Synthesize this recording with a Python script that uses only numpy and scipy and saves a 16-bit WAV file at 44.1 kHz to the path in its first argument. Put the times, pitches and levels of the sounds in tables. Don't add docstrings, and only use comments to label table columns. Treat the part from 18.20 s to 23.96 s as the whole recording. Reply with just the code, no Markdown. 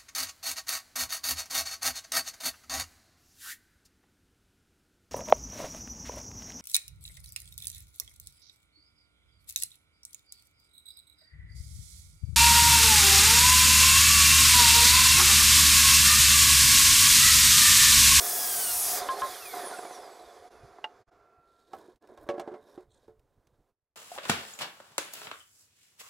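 import sys
import numpy as np
from scipy import signal
from scipy.fft import rfft, irfft, next_fast_len
from scipy.io import wavfile
from scipy.ndimage import uniform_filter1d, minimum_filter1d, map_coordinates

SR = 44100
rng = np.random.default_rng(int(sys.argv[2]) if len(sys.argv) > 2 else 0)


def store_pcm(level_fs):
    pcm = np.round(np.clip(level_fs, -1, 1) * 32767).astype(np.int16)
    wavfile.write(sys.argv[1], SR, np.atleast_2d(pcm).T)


N = 253948
TIME = np.arange(N) / SR
TOP_HZ = 15800

# time in seconds, then tearing, rasp and blade hiss levels in dB.
CUT_LEVELS = [(0.0, -37.5, -45.5, -43), (0.1, -28.5, -37, -33.5), (0.55, -26, -32, -26),
              (0.63, -32, -29.5, -23), (0.7, -26, -28, -30.5), (0.79, -36.5, -44.5, -49.5),
              (0.82, -67, -55, -79.5)]


def saw():
    # time in seconds, tooth rate in Hz.
    speed = [(0, 1740), (.12, 1712), (.25, 1655), (.4, 1540), (.6, 1310), (.7, 1386), (.8, 1778),
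             (.95, 2170), (1.0, 2190), (1.1, 1790), (1.22, 1360), (1.3, 1130), (1.48, 805), (1.78, 459),
             (2.1, 290), (2.55, 180), (2.93, 106), (3.15, 58), (3.7, 5)]
    tooth_hz = np.exp(curves([(s, np.log(hz)) for s, hz in speed])[0])
    tooth_cycles = np.cumsum(tooth_hz) / SR
    fan = running(tooth_hz, db=-48, knee_hz=945, db_per_octave=10.34)
    gears = gear_case(tooth_hz)
    air = rushing_air(tooth_hz, fan)
    cut = cutting(tooth_cycles)
    waver = amp(1.3 * wobble(24))
    return cut + gears + air * waver + whine(tooth_hz, tooth_cycles, fan) + singing_metal()


def cutting(tooth_cycles):
    # frequency in Hz, level in dB.
    wood_colour = [(59, -56.5), (100, -18.5), (258, -14), (438, -14), (564, -14), (712, 4), (861, -2.5),
                   (1370, -16.5), (2580, -12.5), (3930, -10), (5510, -2), (7250, -1), (9740, -2.5),
                   (13100, 3), (15500, 3)]
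    # frequency in Hz, level in dB.
    blade_modes = [(4829, -62), (4980, -53.5), (5453, -53), (6121, -57), (6740, -55), (7660, -63),
                   (7865, -59), (8489, -49), (8629, -65), (9049, -62), (9458, -61), (9615, -58),
                   (10196, -60), (10320, -53.5), (10519, -52), (11267, -56), (11515, -56.5), (11913, -50.5),
                   (12096, -56), (12462, -63.5), (12758, -61), (13539, -52.5), (14233, -57.5),
                   (14519, -60.5)]
    tear, rasp, _ = levels(CUT_LEVELS)
    bites = wide_noise() * (1 + .5 * np.cos(2 * np.pi * tooth_cycles))
    chips = coloured(rippled(bites, depth_db=1.8, spacing_hz=40), wood_colour)
    low = filtered(chips, lambda hz: 1 / (1 + (hz / 8200) ** 8))
    plate = unit(sum(amp(db) * noise_band(hz, 36) for hz, db in blade_modes))
    return tear * (amp(-2.5) * unit(chips - low) + amp(-10) * plate) + amp(-1.5) * rasp * unit(low)


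def whine(tooth_hz, tooth_cycles, fan):
    # multiple of the tooth rate, level in dB while braking, level in dB while cutting.
    harmonics = [(1, -17, -20), (2, -6, -20), (3, -28, -18), (4, -14.5, -21), (5, -24, -19), (6, -22, -13),
                 (7, -27, -14), (8, -20, -18), (9, -33, -11), (10, -30, -13.5), (12, -10, -30)]
    # frequency in Hz, gain in dB.
    casing_response = [(300, 0), (900, 4), (1200, 0), (1600, -1), (1900, -9), (2200, -4), (2450, 2),
                       (2800, -8), (3200, -6), (3650, 3), (4150, -5), (4650, 2), (5200, -3), (6200, 1),
                       (7000, -3), (7800, 1), (8700, -3), (9700, 14), (10900, 1), (13000, 6), (14000, 6),
                       (15000, -9)]
    # frequency in Hz, gain in dB.
    blade_response = [(1400, 2), (3100, 0.5), (5000, 0.5), (7800, -6), (8500, 3.5), (9500, 3.5),
                      (10300, -3.5), (13600, -2.5), (14500, 3), (15500, 0)]
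    # time in seconds, gain in dB.
    tooth_load = [(0, -2), (.3, 0), (.5, 3), (.63, -10), (.8, -25)]
    load = levels(CUT_LEVELS)[0] * levels(tooth_load)[0]
    brake_db = 8 * ramp(1.0, .26) - 4
    gear_gain = fan * amp(brake_db) * (tooth_hz / 1300) ** 0.093
    out = np.zeros(N)
    for order, braking_db, cutting_db in harmonics:
        hz, phase = order * tooth_hz, 2 * np.pi * order * tooth_cycles
        fray = np.clip(.68 + hz / 35000, 0, .99)
        width_hz = 900 * (hz / 10000) ** 2 + 20
        drift = np.cumsum(width_hz) / SR
        a, b = (map_coordinates(rng.standard_normal(SR // 2), [drift]) for _ in range(2))
        blur = (a * np.sin(phase) + b * np.cos(phase)) / np.sqrt(2)
        partial = np.sqrt(1 - fray ** 2) * np.sin(phase) + fray * blur
        gears = amp(braking_db + along(casing_response, hz)) * gear_gain * partial
        uneven = np.sqrt(hz / 10000)
        grip = unit(amp(4 * uneven * wobble(45)))
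        jitter = .8 * uneven * wobble(160)
        teeth = amp(cutting_db + along(blade_response, hz)) * load * grip * np.sin(phase + jitter)
        flutter = amp(3.2 * wobble(30))
        out += (hz < TOP_HZ) * (flutter * gears + teeth)
    return out


def gear_case(tooth_hz):
    tight_s, slack_s = 1.05, 1.32
    held = ramp(tight_s, 0.12) - ramp(slack_s, 0.012)
    gain = running(tooth_hz, db=-44, knee_hz=1240, db_per_octave=5.97) * amp(-9 * held)
    slow = ramp(2.15, .25)
    return gain * churn(slow) + backlash(gain, slack_s, slow)


def churn(slow):
    # frequency in Hz, level in dB.
    fast_colour = [(59, -63), (100, -37), (275, -18.5), (392, -1.5), (627, -5.5), (723, 4), (799, -5.5),
                   (975, -10), (1050, -9.5), (1930, -21), (2490, -25.5), (2790, -31), (3000, -25.5),
                   (3900, -57.5), (6600, -120)]
    # frequency in Hz, level in dB.
    slow_colour = [(110, -48.5), (180, -16), (253, -13.5), (406, 0.5), (605, -8.5), (722, 2.5), (812, -10),
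                   (1380, -8.5), (1850, -20), (2130, -20.5), (3000, -30.5), (3900, -60.5), (6600, -120)]
    bright = unit(coloured(noise(), fast_colour) + 0.53 * unit(lowpass(castings(noise()), 3700)))
    bright *= amp(0.53 * wobble(40))
    dark = unit(lowpass(lowpass(coloured(noise(), fast_colour), 560), 560))
    dark_share = 0.31 * ramp(1.43, 1.7)
    turning = np.sqrt(1 - dark_share) * bright + np.sqrt(dark_share) * dark
    return np.sqrt(1 - slow) * turning + np.sqrt(slow) * amp(-1.5) * coloured(noise(), slow_colour)


def backlash(case_gain, slack_s, slow):
    # time in seconds, level in dB.
    hard_clacks = [(0.80, -27), (0.822, -25), (0.862, -28), (0.982, -28), (1.254, -30), (1.336, -20),
                   (1.367, -22), (1.388, -19.5), (1.432, -20), (1.464, -22), (1.51, -20.5), (1.586, -20),
                   (1.63, -27), (1.649, -20.5), (1.706, -26), (1.776, -29), (1.832, -30), (1.875, -30),
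                   (2.584, -33)]
    chatter_per_s, stop_s = 28, 3.7
    clacks = bursts(hard_clacks, t60=.06)
    gaps, sizes = rng.standard_normal((100, 2)).T
    times = slack_s + np.cumsum(np.exp(.4 * gaps)) / chatter_per_s
    chatter = [(s, 20 * np.log10(case_gain[int(s * SR)]) + 2 + 2.5 * size)
               for s, size in zip(times, sizes) if s < stop_s]
    clacks += amp(-7.5 * slow) * bursts(chatter, t60=.06)
    return amp(5.5) * lowpass(castings(clacks), 3500) + amp(-35) * lowpass(clacks, 3800)


def castings(x):
    # frequency in Hz, width in Hz, level in dB.
    modes = [(393, 97, -7), (560, 30, -5), (719, 22, 2.5), (1058, 100, -9), (1416, 280, -16),
             (2156, 110, -20)]
    return filtered(x, lambda f: sum(
        (-1) ** k * amp(db) * 1j * f * width / (hz ** 2 - f ** 2 + 1j * f * width)
        for k, (hz, width, db) in enumerate(modes)))


def rushing_air(tooth_hz, fan):
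    # frequency in Hz, level in dB.
    fan_colour = [(710, -21.5), (1200, -2), (1350, -3.5), (1510, -9), (1900, -6.5), (2170, -8.5),
                  (2810, -19), (3330, -9.5), (3700, -7), (4190, -10.5), (4450, -7), (5350, -9.5),
                  (5780, -9.5), (6950, -12.5), (7500, -13.5), (9750, -44), (16500, -120)]
    # frequency in Hz, level in dB.
    hiss_colour = [(4120, -29.5), (7000, -7), (7430, -16.5), (7860, -3), (8520, -0.5), (9040, -4),
                   (9440, 1), (9790, -1.5), (11400, -5), (12800, -5), (13600, -5.5), (15500, -21)]
    _, rasp, rub = levels(CUT_LEVELS)
    spin = running(tooth_hz, db=-51.5, knee_hz=976, db_per_octave=13.3)
    blowing = (fan + amp(-9) * rasp) * coloured(rippled(noise()), fan_colour)
    hiss = (spin + rub) * coloured(rippled(wide_noise()), hiss_colour)
    return amp(-3) * (blowing + hiss)


def singing_metal():
    # start and end in seconds, pitch and width in Hz, level in dB.
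    blade_bands = [(.48, .76, 10930, 3400, -26), (.62, .83, 4820, 30, -45.5), (.9, 1.9, 9630, 1100, -59.5),
                   (.95, 1.5, 13350, 3000, -58), (1.0, 2.7, 4580, 220, -85), (1.1, 2.3, 7870, 120.5, -74.5),
                   (1.3, 2.3, 13200, 810, -84), (1.5, 2.7, 9670, 700, -81)]
    # start and end in seconds, pitch and width in Hz, level in dB.
    base_bands = [(.78, .99, 722, 30, -48), (.78, .96, 585, 45, -50), (.74, .89, 1050, 260, -51)]
    # start and end in seconds, Hz, level in dB.
    blade_notes = [(-.2, .44, 5452, -50), (-.2, .44, 5482, -51), (2.85, 3.56, 1362, -70),
                   (3.0, 3.3, 2560, -90)]
    notes = sum(amp(db) * swell(start, end) * np.sin(2 * np.pi * hz * TIME)
                for start, end, hz, db in blade_notes)
    return squeals(blade_bands) + squeals(base_bands) + notes


def offcut():
    # time in seconds, level in dB, hardness as tilt in dB per octave.
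    table_hits = [(0.888, -24, 3), (1.019, -25, -1)]
    # frequency in Hz, level in dB, T60 in seconds.
    table_modes = [(579, -16, 0.2), (1057, 0, 0.15), (1160, -10, 0.05), (1302, -11, 0.085),
                   (1420, -9, 0.04), (1656, -8, 0.085), (2280, -22, 0.05), (3150, -19, 0.04),
                   (3680, -17, 0.029)]
    # time in seconds, level in dB.
    slab_hits = [(2.642, -29)]
    # frequency in Hz, level in dB, T60 in seconds.
    slab_modes = [(716, -12.5, 0.11), (869, 0.5, 0.1), (1110, -13.5, 0.036), (1370, -8, 0.05),
                  (1600, -11, 0.05), (1760, -13, 0.039), (2020, -5.5, 0.02), (2820, -2.5, 0.034),
                  (3900, -17.5, 0.039), (4900, -25.5, 0.035)]
    blows = [(s, db) for s, db, _ in table_hits]
    octaves = np.log2([mode[0] for mode in table_modes])
    lifts = [tilt * octaves for _, _, tilt in table_hits]
    ring = struck(blows, table_modes, scatter_db=1.5, detune=0.003, lifts=lifts)
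    contact_hz = 800
    knocks = ring + amp(-14) * highpass(lowpass(bursts(blows, t60=0.06), 3800), contact_hz)
    crack = highpass(lowpass(lowpass(bursts(slab_hits, t60=0.055), 1400), 7600), contact_hz)
    clack = struck(slab_hits, slab_modes, scatter_db=6, detune=0.0015) + amp(3) * crack
    return amp(11) * knocks + amp(7.5) * clack


def board_bumps():
    # time in seconds, level in dB, crack in dB relative to that, favoured pitch in Hz.
    bumps = [(3.534, -27.5, -16.5, 730), (3.683, -43, -54, 387), (3.839, -45.5, -19, 445),
             (3.92, -42, -36, 400), (3.975, -42.5, -10.5, 1130), (4.066, -39, -25, 398),
             (4.089, -15.5, -14.5, 570), (4.14, -28.5, -28, 388), (4.18, -26.5, -23, 563),
             (4.196, -24.5, -13, 637), (4.276, -25, -25.5, 350), (4.317, -32, -27, 357),
             (4.34, -30.5, -22, 570), (4.577, -31, -26, 372), (4.881, -39, -33, 422)]
    # frequency in Hz, level in dB, T60 in seconds.
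    board_modes = [(235.6, -16.5, 0.28), (360.6, 2.5, 0.14), (337, -3.5, 0.1), (439.5, -3, 0.26),
                   (513, -12.5, 0.11), (570, -3, 0.21), (646, -2, 0.089), (767, 1, 0.086), (868, -4, 0.063),
                   (1101, -9, 0.12), (1320, -10.5, 0.088), (1640, -13.5, 0.059), (2300, -28, 0.08),
                   (3200, -41, 0.013)]
    # time in seconds, level in dB.
    grit_ticks = [(3.5326, -41), (3.585, -46), (3.613, -53), (3.6768, -53), (3.759, -54.5), (3.8235, -52.5),
                  (3.873, -47.5), (3.915, -56), (3.9477, -58), (3.9749, -45.5), (4.1979, -29),
                  (4.4805, -62), (4.5314, -55.5), (4.6074, -51), (4.879, -55), (4.9946, -55), (5.271, -50)]
    favour_db, favour_octaves = 7, 0.22
    blows = [(s, db) for s, db, _, _ in bumps]
    cracks = [(s, db + crack_db) for s, db, crack_db, _ in bumps]
    octaves = np.log2([mode[0] for mode in board_modes])
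    lifts = []
    for _, _, crack_db, hz in bumps:
        tilt = 0.5 * (crack_db + 23)
        nearness = np.exp(-((octaves - np.log2(hz)) / favour_octaves) ** 2)
        lifts.append(tilt * octaves + favour_db * nearness)
    ring = amp(-3) * struck(blows, board_modes, scatter_db=3.5, detune=0.018, lifts=lifts)
    table = amp(-1.5) * lowpass(castings(bursts(blows, t60=0.24)), 3200)
    contact = amp(1) * lowpass(lowpass(bursts(cracks, t60=0.09), 4000), 9800)
    ticks = amp(-10) * lowpass(bursts(grit_ticks, t60=0.03), 8270)
    return ring + table + contact + ticks


def board_drag():
    # start and end in seconds, groan level in dB, scrape level in dB.
    pushes = [(3.194, 3.66, -75.5, -72.5), (3.489, 3.766, -59.5, -65), (3.786, 4.134, -60, -69.5),
              (4.034, 4.415, -54.5, -70), (4.323, 4.675, -62.5, -67), (4.696, 4.943, -72.5, -71.5),
              (4.944, 5.545, -84, -86)]
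    # frequency in Hz, level in dB.
    groan_colour = [(88, -44), (150, -17.5), (370, 0.5), (737, -5.5), (835, -12.5), (1020, -7.5),
                    (1260, -19), (1660, -13.5), (1930, -28), (2280, -30), (3000, -49.5), (3900, -67.5),
                    (6600, -120)]
    # frequency in Hz, level in dB.
    scrape_colour = [(1180, -12), (2000, -5), (2250, -24), (2410, -6.5), (2750, -11.5), (3770, -2),
                     (4070, -6.5), (4440, -6), (6200, -10.5), (10500, -14), (15500, -25.5)]
    # start and end in seconds, pitch and width in Hz, level in dB.
    edge_bands = [(3.15, 3.8, 4010, 1393, -82.5), (3.52, 3.61, 12000, 8000, -68.5),
                  (3.98, 4.12, 11900, 8060, -75), (4.088, 4.112, 2500, 1200, -48.5),
                  (4.193, 4.228, 7500, 3980, -64), (4.37, 4.56, 3780, 446, -76),
                  (4.39, 4.6, 11700, 5040, -80), (4.44, 4.58, 5420, 1200, -77),
                  (4.68, 4.8, 3780, 1174, -77), (4.69, 4.8, 7660, 3760, -78)]
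    groan_gain = sum(amp(db) * swell(start, end) for start, end, db, _ in pushes)
    scrape_gain = sum(amp(db) * swell(start, end) for start, end, _, db in pushes)
    stick_slip = amp(2 * wobble(50))
    groan = amp(4) * groan_gain * coloured(stick_slip * noise(), groan_colour)
    roughness = rippled(noise()) * amp(3.1 * wobble(700))
    scrape = amp(-6.5) * scrape_gain * coloured(stick_slip * roughness, scrape_colour)
    chirrs = squeals(edge_bands) * unit(amp(5.2 * wobble(170)))
    grit = crushed_grit(scrape_gain * stick_slip, start=pushes[0][0], end=pushes[-1][1])
    return groan + scrape + chirrs + grit


def crushed_grit(push, start, end):
    grains_per_s, middle_hz, spread_octaves, ring_cycles = 280, 6500, .7, 1.2
    gap, size, pitch = rng.standard_normal((1500, 3)).T
    times = start + np.cumsum(np.exp(.8 * gap - .32)) / grains_per_s
    onsets = (np.minimum(times, end) * SR).astype(int)[:, None]
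    age = np.arange(SR // 100)
    hz = np.minimum(middle_hz * 2 ** (spread_octaves * pitch), SR / 2)
    cycles = hz[:, None] * age / SR
    strength = push[onsets] * amp(-5.5 - 3.5 * size[:, None])
    grains = strength * np.sin(2 * np.pi * cycles) * np.exp(-cycles / ring_cycles)
    return np.bincount((onsets + age).ravel(), grains.ravel(), N)[:N]


def yard_echo(x):
    t, t60 = np.arange(SR // 3) / SR, 0.21
    tail = rng.standard_normal((2, len(t))) * amp(-60 * t / t60)
    return signal.fftconvolve(x, tail / np.linalg.norm(tail[0]), axes=1)[:, :N]


def breeze():
    # start and end in seconds, level in dB.
    gusts = [(0.343, 0.79, -64), (2.29, 2.537, -71), (2.847, 3.254, -81), (3.852, 4.16, -72.5),
             (4.35, 5.457, -78.5)]
    # frequency in Hz, level in dB.
    rumble_colour = [(15, -11.5), (30, -4.5), (60, -2.5), (110, -4.5), (200, -17), (500, -21.5),
                     (1500, -37.5), (4000, -92.5)]
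    hush_colour = [(100, -17), (400, 1.5), (1200, -10), (2500, -21.5), (15000, -27.5)]
    strength = amp(-81) + sum(amp(db) * swell(start, end) for start, end, db in gusts)
    centre, *sides = [coloured(noise() * amp(7.1 * wobble(33)), rumble_colour) for _ in range(3)]
    return strength * (2 * centre + 0.34 * np.array(sides)) + amp(-78.5) * coloured(noise(), hush_colour)


def struck(blows, modes, scatter_db, detune, lifts=None):
    out, t = np.zeros(N + SR), np.arange(SR // 2) / SR
    hz, level, t60 = np.transpose(modes)[:, :, None]
    for (s, db), lift in zip(blows, lifts or [0] * len(blows)):
        size, phase, shift = rng.standard_normal((3, len(modes), 1))
        decay = amp(level + np.reshape(lift, (-1, 1)) + scatter_db * size - 60 * t / t60)
        ring = np.sum(decay * np.sin(2 * np.pi * (hz * (1 + detune * shift) * t + phase)), axis=0)
        ring *= 1 - np.exp(-t / .0004)
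        out[round(s * SR):][:len(t)] += amp(db) * ring / np.abs(ring).max()
    return out[:N]


def bursts(hits, t60):
    envelope, t = np.zeros(N + SR), np.arange(SR // 2) / SR
    for s, db in hits:
        envelope[round(s * SR):][:len(t)] += amp(db - 60 * t / t60)
    return envelope[:N] * noise()


def squeals(bands):
    return sum(amp(db) * swell(start, end) * noise_band(hz, width) for start, end, hz, width, db in bands)


def running(tooth_hz, db, knee_hz, db_per_octave):
    octaves_below = np.log2(1 + (knee_hz / tooth_hz) ** 4) / 4
    return amp(db - db_per_octave * octaves_below)


def noise():
    return rng.standard_normal(N)


def wide_noise():
    return noise() + .16 * rng.standard_normal((2, N))


def noise_band(hz, width_hz):
    phase = 2 * np.pi * hz * TIME
    return wobble(width_hz) * np.sin(phase) + wobble(width_hz) * np.cos(phase)


def wobble(rate):
    return map_coordinates(rng.standard_normal(int(N * rate / SR) + 4), [TIME * rate])


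def filtered(x, response):
    size = next_fast_len(N + SR // 2)
    return irfft(rfft(x, size) * response(np.fft.rfftfreq(size, 1 / SR)), size)[..., :N]


def coloured(x, spectrum):
    return unit(filtered(x, lambda hz: amp(along(spectrum, hz))))


def rippled(x, depth_db=2.2, spacing_hz=130):
    knots = rng.standard_normal(SR // 60)
    return filtered(x, lambda hz: amp(depth_db * map_coordinates(knots, [hz / spacing_hz])))


def lowpass(x, corner_hz):
    return filtered(x, lambda f: 1 / (1 + 1j * f / corner_hz) ** 2)


def highpass(x, corner_hz, poles=1):
    return filtered(x, lambda f: (1j * f / (1j * f + corner_hz)) ** poles)


def along(points, hz):
    freqs, values = np.transpose(points)
    return np.interp(np.log(hz + 1), np.log(freqs + 1), values)


def curves(rows):
    times, *columns = np.transpose(rows)
    return [np.interp(TIME, times, column) for column in columns]


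def levels(rows):
    release = np.exp(-np.maximum(TIME - rows[-1][0], 0) / 0.071)
    return [amp(db) * release for db in curves(rows)]


def ramp(start, length):
    return np.clip((TIME - start) / length, 0, 1)


def swell(start, end):
    return np.sin(np.pi * ramp(start, end - start))


def amp(db):
    return 10 ** (np.asarray(db) / 20)


def unit(x):
    return x / np.sqrt(np.mean(x ** 2) + 1e-20)


def scene():
    direct = highpass(amp(5) * saw() + offcut() + board_bumps() + board_drag(), 90, poles=2)
    return (direct + amp(-29.5) * yard_echo(direct) + breeze()) * amp([[-1.5], [1.4]])


def record(dry):
    # time in seconds, half width in seconds, depth in dB.
    dips = [(2.298, 0.012, -11.5), (2.853, 0.02, -41), (2.906, 0.0091, -18.5), (3.797, 0.013, -28)]
    limit_db, ceiling_db = -24, -22.5
    dips_db = sum(db * np.exp(-((TIME - s) / width) ** 2) for s, width, db in dips)
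    fade_db = -21.5 * ramp(5.5, 0.055)
    x = dry * amp(dips_db + fade_db)
    loudness = np.sqrt(np.abs(uniform_filter1d(x ** 2, size=8))) + 1e-9
    limiter_gain = np.minimum(1, amp(limit_db) / loudness)
    x = x * uniform_filter1d(minimum_filter1d(limiter_gain, size=25), size=17)
    x = x / (1 + np.abs(x / amp(ceiling_db)) ** 8) ** (1 / 8)
    return filtered(x, lambda hz: 1 / (1 + (hz / TOP_HZ) ** 400))


dry = scene()
out = record(dry)
store_pcm(out)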